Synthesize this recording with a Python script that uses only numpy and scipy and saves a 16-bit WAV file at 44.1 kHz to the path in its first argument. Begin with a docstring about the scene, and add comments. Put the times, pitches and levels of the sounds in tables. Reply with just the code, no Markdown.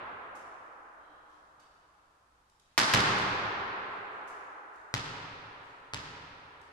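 """A volleyball spike in a large empty gym, on two microphones 16 cm apart with a wall behind them.
At first the hall still rings from the spike before, over a faint hum; hands pat the ball, shoes step, scuff
and squeak, and a low tone swells and fades. Near 2.8 s a hand slaps the ball and it smacks the floor, each
blow throwing sharp echoes off the near floor and walls, then ringing for seconds in the hall.
The ball flies high, lands near 4.9 s and bounces again a second later."""
import sys
import numpy as np
from scipy import signal
from scipy.fft import rfft, irfft
from scipy.io import wavfile

SR = 44100
rng = np.random.default_rng(int(sys.argv[2]) if len(sys.argv) > 2 else 0)


def generate_wav(sig):
    """Save sig (samples, or channels by samples) to the path in sys.argv[1] as 16-bit PCM at SR."""
    pcm = np.round(np.clip(np.atleast_2d(sig).T, -1, 1) * 32767).astype(np.int16)
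    wavfile.write(sys.argv[1], SR, pcm)


N = 296352
LEAD = SR   # samples of run-in, so that the hall is already ringing
TOTAL = N + LEAD

# Blows on the ball. Each row: start in seconds, kind of contact, level in dB, thump in Hz, thump in dB
# above the crack, direct sound in dB, left microphone's lag in ms, nearest echo's delay in ms and level
# in dB, back wall echo in dB, far wall echo's delay in ms.
# The first row stops after the thump: only its ring in the hall is heard.
BLOWS = [(-.92, "far", -.2, 100, 4), (2.7780, "hand", -.2, 100, 7, 2, -.07, 4.2, .5, -4.5, 21.5),
         (2.9373, "smash", -.2, 112, 5, 4, .02, 3.0, .5, -3.5, 68.3),
         (4.9405, "bounce", -.4, 112, 6.5, 6.5, -.18, 6.0, -14, -2.5, 29),
         (5.9362, "bounce", -5.3, 85, 7.5, 1.5, -.22, 6.4, -14, 3, 29)]
# Colour of the crack for each kind of contact. Each row: frequency in Hz, level in dB.
CRACK_SPECTRA = { "hand": [(40, -10), (65, -12), (110, 3.5), (250, 7), (500, 2.5), (950, 11), (1300, 12.5),
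                 (2100, 11.3), (2700, 7.3), (5000, 9.5), (7000, 3), (10000, -1.5), (14500, -23),
                 (16000, -34)], "smash": [(35, 2), (80, 6.5), (150, 17.5), (220, 9.5), (330, 6.5),
                 (395, 12), (470, 6.5), (620, 3), (820, 9), (1350, 12), (2100, 10.3), (5000, 6.2),
                 (8000, -2.5), (14000, -18), (16000, -30)], "bounce": [(35, -6), (75, -1), (135, 4.5),
                 (210, -5.5), (450, -6), (650, -8.5), (950, -3.5), (1400, -2), (2100, -2), (5000, -4.3),
                 (8000, -13), (14000, -33), (16000, -42)], "far": [(40, 1), (120, 15.5), (200, 11),
                 (420, 5), (700, 6.5), (1250, 11.8), (2100, 7.5), (3500, 4.5), (6000, -4), (14000, -20)], }
# The air in the ball and its skin. Each row: frequency in Hz, width in Hz, level in dB above the crack.
BALL_MODES = [(510, 24, 2), (825, 45, 2.5), (1028, 20, 3.5), (1625, 18, 1.5), (1847, 18, 2), (2089, 22, 2),
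              (4543, 18, 3), (5308, 18, 3)]
# The boards where the ball drops. Each row: frequency in Hz, width in Hz, level in dB above the crack.
BOARD_MODES = [(275, 30, 3), (450, 40, 3), (750, 50, 3), (950, 45, 6), (1280, 60, 4), (1385, 30, 3.5),
               (1730, 30, 3), (1910, 40, 3)]
# Punch of the heel of the hand. Each row: frequency in Hz, level in dB.
PALM_SPECTRUM = [(60, -14), (170, 3), (260, 14), (380, 13), (600, -2), (2000, -28), (10000, -55)]
# Thud of the sprung floor. Each row: frequency in Hz, level in dB.
THUD_SPECTRUM = [(35, -9), (70, -3), (110, 1), (160, 3), (280, -5), (600, -15), (2000, -32), (10000, -55)]
# The floor gives under the flattening ball, later for a harder landing.
# Each entry: delay after contact in seconds, thud in dB relative to the blow.
FLOOR_GIVE = {"smash": (.0092, 11), "bounce": (.0066, -.5)}
# Footfalls. Each row: start in seconds, level in dB.
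STEPS = [(.42, -21), (1.10, -28), (1.38, -27), (1.58, -26), (4.32, -24)]
# Hands patting the ball. Each row: start in seconds, level in dB, low edge in Hz, decay time in seconds.
PATS = [(.35, -51.3, 4200, .018), (1.596, -54.5, 1900, .012), (4.273, -51, 4700, .02)]
# Soles and clothes scuffing. Each row: start in seconds, level in dB, low edge in Hz.
SCUFFS = [(1.28, -68.5, 1900), (2.66, -67, 1100), (3.89, -70, 4500), (4.11, -70, 4000), (4.72, -68, 3000),
          (5.62, -66.5, 3600)]
# Small dry ticks. Each row: start in seconds, level in dB.
TICKS = [(2.497, -58), (2.597, -53), (3.184, -35), (4.757, -58), (6.614, -53)]
# Resonances of a squeaking sole. Each row: frequency in Hz, time to fall 60 dB in seconds, level in dB.
SQUEAK_MODES = [(3220, .013, -82), (3960, .014, -87)]
# The gym's reverberation. Each row: band centre in Hz, time to fall 60 dB in seconds, level in dB.
HALL_BANDS = [(40, 2.6, -32), (75, 2.4, -32), (140, 1.75, -31.5), (240, 2.55, -31), (400, 4.25, -30.3),
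              (800, 5.4, -31), (1350, 5.15, -31.5), (2100, 3.55, -33.4), (3200, 2.5, -33.6),
              (4900, 1.65, -34.7), (7300, 1.1, -36), (11000, .8, -37.5), (16000, .6, -39)]
# Steady air and microphone hiss. Each row: frequency in Hz, density in dB per Hz.
HISS_SPECTRUM = [(25, -101), (55, -101), (100, -105), (200, -110), (500, -112), (1200, -111), (2500, -116),
                 (5000, -120), (8000, -123), (11000, -127), (13000, -134), (16000, -147)]


def ball(thump_width_hz=32, scatter_db=-24.5, scatter_s=.002, size=1024):
    """Each contact cracks, sets the ball's air pinging and thumps; returns near sound and hall feed."""
    near, feed = np.zeros((2, TOTAL)), np.zeros(TOTAL)
    smear = from_db(scatter_db) * np.exp(-np.arange(size) / (scatter_s * SR))
    for start, contact, level_db, thump_hz, thump_db, *place in BLOWS:
        boards = BOARD_MODES if contact == "bounce" else []
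        modes = BALL_MODES + boards + [(thump_hz, thump_width_hz, thump_db)]
        blow = from_db(level_db) * pulse(CRACK_SPECTRA[contact], modes)
        add(feed, start, blow)
        if not place:
            continue
        for delay_ms, path_db, lag_ms, pan_db in paths_to_mics(*place):
            # things near each path scatter a short smear behind the sharp front
            _, scatter = diffuse(rng.standard_normal((2, size)))
            fronts = signal.unit_impulse(size) + smear * irfft(scatter)
            for mic, front, side in zip(near, fronts, (1 / 2, -1 / 2)):
                arrival = start + (delay_ms + side * lag_ms) / 1000
                add(mic, arrival, from_db(path_db + side * pan_db) * signal.fftconvolve(blow, front))
    return near, feed


def paths_to_mics(direct_db, lag_ms, near_ms, near_db, back_db, far_ms, back_ms=8.9, shade_db_per_ms=16):
    """A blow and its echoes. 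Each row: delay in ms, level in dB, left lag in ms, leftward pan in dB."""
    head_on = [(0, direct_db, lag_ms, -shade_db_per_ms * lag_ms),   # louder at the nearer microphone
               (back_ms, back_db, lag_ms, 0)]   # wall behind the microphones
    oblique = [(near_ms, near_db),   # nearest surface
               (near_ms + back_ms, near_db + back_db),   # nearest surface, then back wall
               (39.5, -12.5),   # side wall
               (far_ms, -10.5)]   # far wall
    return head_on + [(ms, db, .1 * rng.standard_normal(), 0) for ms, db in oblique]


def palm(after_s=.002):
    """The heel of the hand punches into the ball just after the slap, heard only close by."""
    track = np.zeros(TOTAL)
    for start, contact, level_db, *_ in BLOWS:
        if contact == "hand":
            add(track, start + after_s, from_db(level_db) * pulse(PALM_SPECTRUM))
    return track


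def sprung_floor():
    """The floor gives under feet and ball: dull thuds, too low to differ between the microphones."""
    track, thud = np.zeros(TOTAL), pulse(THUD_SPECTRUM)
    for start, level_db in STEPS:
        add(track, start, from_db(level_db) * thud)
    for start, contact, level_db, *_ in BLOWS:
        if contact in FLOOR_GIVE:
            delay_s, thud_db = FLOOR_GIVE[contact]
            add(track, start + delay_s, from_db(level_db + thud_db) * thud)
    return track


def touches(scuff_s=.07, tick_s=.004, rise_share=.25, max_octaves=2, size=32768):
    """Skin, soles and cloth rub in brief, bright puffs of friction; returns near sound and hall feed."""
    near, feed = np.zeros((2, TOTAL)), np.zeros(TOTAL)
    t = np.arange(size) / SR
    pats = [(*row, 10000) for row in PATS]
    scuffs = [(*row, scuff_s, 8500) for row in SCUFFS]
    ticks = [(*row, 2600, tick_s, 9000) for row in TICKS]
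    for start, level_db, low_hz, decay_s, top_hz in pats + scuffs + ticks:
        high_hz = min(top_hz, low_hz * 2 ** max_octaves)   # lower touches are also duller
        band = signal.butter(2, [low_hz, high_hz], "band", fs=SR, output="sos")
        stroke = np.exp(-t / decay_s) * (1 - np.exp(-t / (rise_share * decay_s)))
        rub = from_db(level_db) * stroke * signal.sosfilt(band, rng.standard_normal((2, size)))
        add(near, start, rub)
        add(feed, start, rub[0])
    return near, feed


def squeak(start_s=.96, rise_s=.09, size=32768):
    """A sole drags on the varnish: friction through two narrow resonances swells and dies away."""
    track = np.zeros((2, TOTAL))
    age = np.arange(size) / (rise_s * SR)
    swell = age * np.exp(1 - age)
    for hz, t60, level_db in SQUEAK_MODES:
        whistle = ring(rng.standard_normal((2, size)), hz, t60)
        add(track, start_s, from_db(level_db) * swell * whistle / whistle.std())
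    return track


def hall(sound, build_s=.008, early_db=-1.5, early_share=.3, grain_db=4, grain_s=.09, size=2 ** 18):
    """Reflections thicken into a wash; each band drops fast, then lingers between the bare walls."""
    t = np.arange(size) / SR
    spread = np.log(from_db(grain_db)) * np.exp(-t / grain_s)
    grains = np.repeat(rng.standard_normal(size // 32), 32)
    uneven = np.exp(spread * grains - spread ** 2)   # the first reflections stand apart
    hz, wash = diffuse(rng.standard_normal((2, size)) * uneven)
    band_position = at_hz([(centre, k) for k, (centre, _, _) in enumerate(HALL_BANDS)], hz)
    response = np.zeros((2, size))
    for k, (_, t60, level_db) in enumerate(HALL_BANDS):
        band = irfft(wash * np.maximum(1 - abs(band_position - k), 0))
        fall = -np.log(1000) * t / t60
        early = from_db(early_db) * np.exp(np.maximum(fall / early_share, -40))
        response += from_db(level_db) * band * np.hypot(np.exp(fall), early)
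    response *= 1 - np.exp(-(t / build_s) ** 2)
    return signal.fftconvolve(sound[None], response, axes=1)[:, :TOTAL]


def room_tone(hum_hz=59.5, hum_db=-85, tone_hz=303, tone_db=-73, peak_s=1.03):
    """Still air, microphone hiss, a faint hum and a low wavering tone that swells and fades."""
    t = np.arange(N) / SR
    hz, air = diffuse(rng.standard_normal((2, N)))
    hiss = irfft(air * from_db(at_hz(HISS_SPECTRUM, hz)), N) * np.sqrt(SR / 2)
    hum = from_db(hum_db) * np.sqrt(2) * np.sin(2 * np.pi * hum_hz * t)
    tone = ring(rng.standard_normal(N), tone_hz, t60=.3)
    swell_db = np.minimum(65 * (t - peak_s), 14 * (peak_s - t))   # rise and fall in dB per second
    return hiss + hum + tone / tone.std() * from_db(tone_db + swell_db)


def pulse(spectrum, modes=(), size=16384):
    """The sharpest causal click (minimum phase) with a given spectrum and ringing modes."""
    hz = np.fft.rfftfreq(size, 1 / SR)
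    peaks = sum((from_db(db) ** 2 - 1) / (1 + (2 * (hz - centre) / width) ** 2)
                for centre, width, db in modes)
    log_gain = np.log(from_db(at_hz(spectrum, hz))) + np.log1p(np.maximum(peaks, 0)) / 2
    cepstrum = irfft(log_gain)
    cepstrum[1:size // 2] *= 2
    cepstrum[size // 2 + 1:] = 0
    return irfft(np.exp(rfft(cepstrum)))


def ring(force, hz, t60):
    """One resonance: a click sets a sine ringing, which falls 60 dB in t60 seconds."""
    radius, angle = np.exp(-np.log(1000) / (t60 * SR)), 2 * np.pi * hz / SR
    return signal.lfilter([0, np.sin(angle)], [1, -2 * radius * np.cos(angle), radius ** 2], force)


def diffuse(noise, spacing_m=.16, sound_m_per_s=343):
    """Frequencies and stereo spectrum of sound from all sides: the spaced pair agrees only in the bass."""
    hz = np.fft.rfftfreq(noise.shape[1], 1 / SR)
    alike = .99 * np.sinc(2 * hz * spacing_m / sound_m_per_s)
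    mid, side = rfft(noise)
    return hz, np.sqrt(1 + alike) * mid + np.sqrt(1 - alike) * side * [[1], [-1]]


def from_db(db):
    """Decibels to gain."""
    return 10 ** (np.asarray(db) / 20)


def at_hz(points, hz):
    """Read a curve along log frequency."""
    points_hz, values = np.array(points).T
    return np.interp(np.log(np.maximum(hz, 1)), np.log(points_hz), values)


def add(track, start_s, sound):
    """Mix a sound into a track; time zero is the end of the run-in."""
    start = max(round(start_s * SR) + LEAD, 0)
    track[..., start:start + sound.shape[-1]] += sound[..., :TOTAL - start]


def scene(balance_db=-.6, thud_hall_db=-6):
    """Ball, player and floor, near and through the hall; the right microphone is a little louder."""
    ball_near, ball_feed = ball()
    touch_near, touch_feed = touches()
    thuds, sole = sprung_floor(), squeak()
    feed = ball_feed + touch_feed + from_db(thud_hall_db) * thuds + sole[0]
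    gym = ball_near + palm() + touch_near + thuds + sole + hall(feed)
    return (gym[:, LEAD:] + room_tone()) * from_db([[balance_db / 2], [-balance_db / 2]])


def record(dry, ceiling=.44, cutoff_hz=15500):
    """The hardest cracks overload the input; the top is cut."""
    rounded = dry / (1 + (dry / ceiling) ** 4) ** (1 / 4)
    lowpass = signal.ellip(10, .2, 80, cutoff_hz, fs=SR, output="sos")
    return signal.sosfilt(lowpass, rounded)


dry = scene()
out = record(dry)
generate_wav(out)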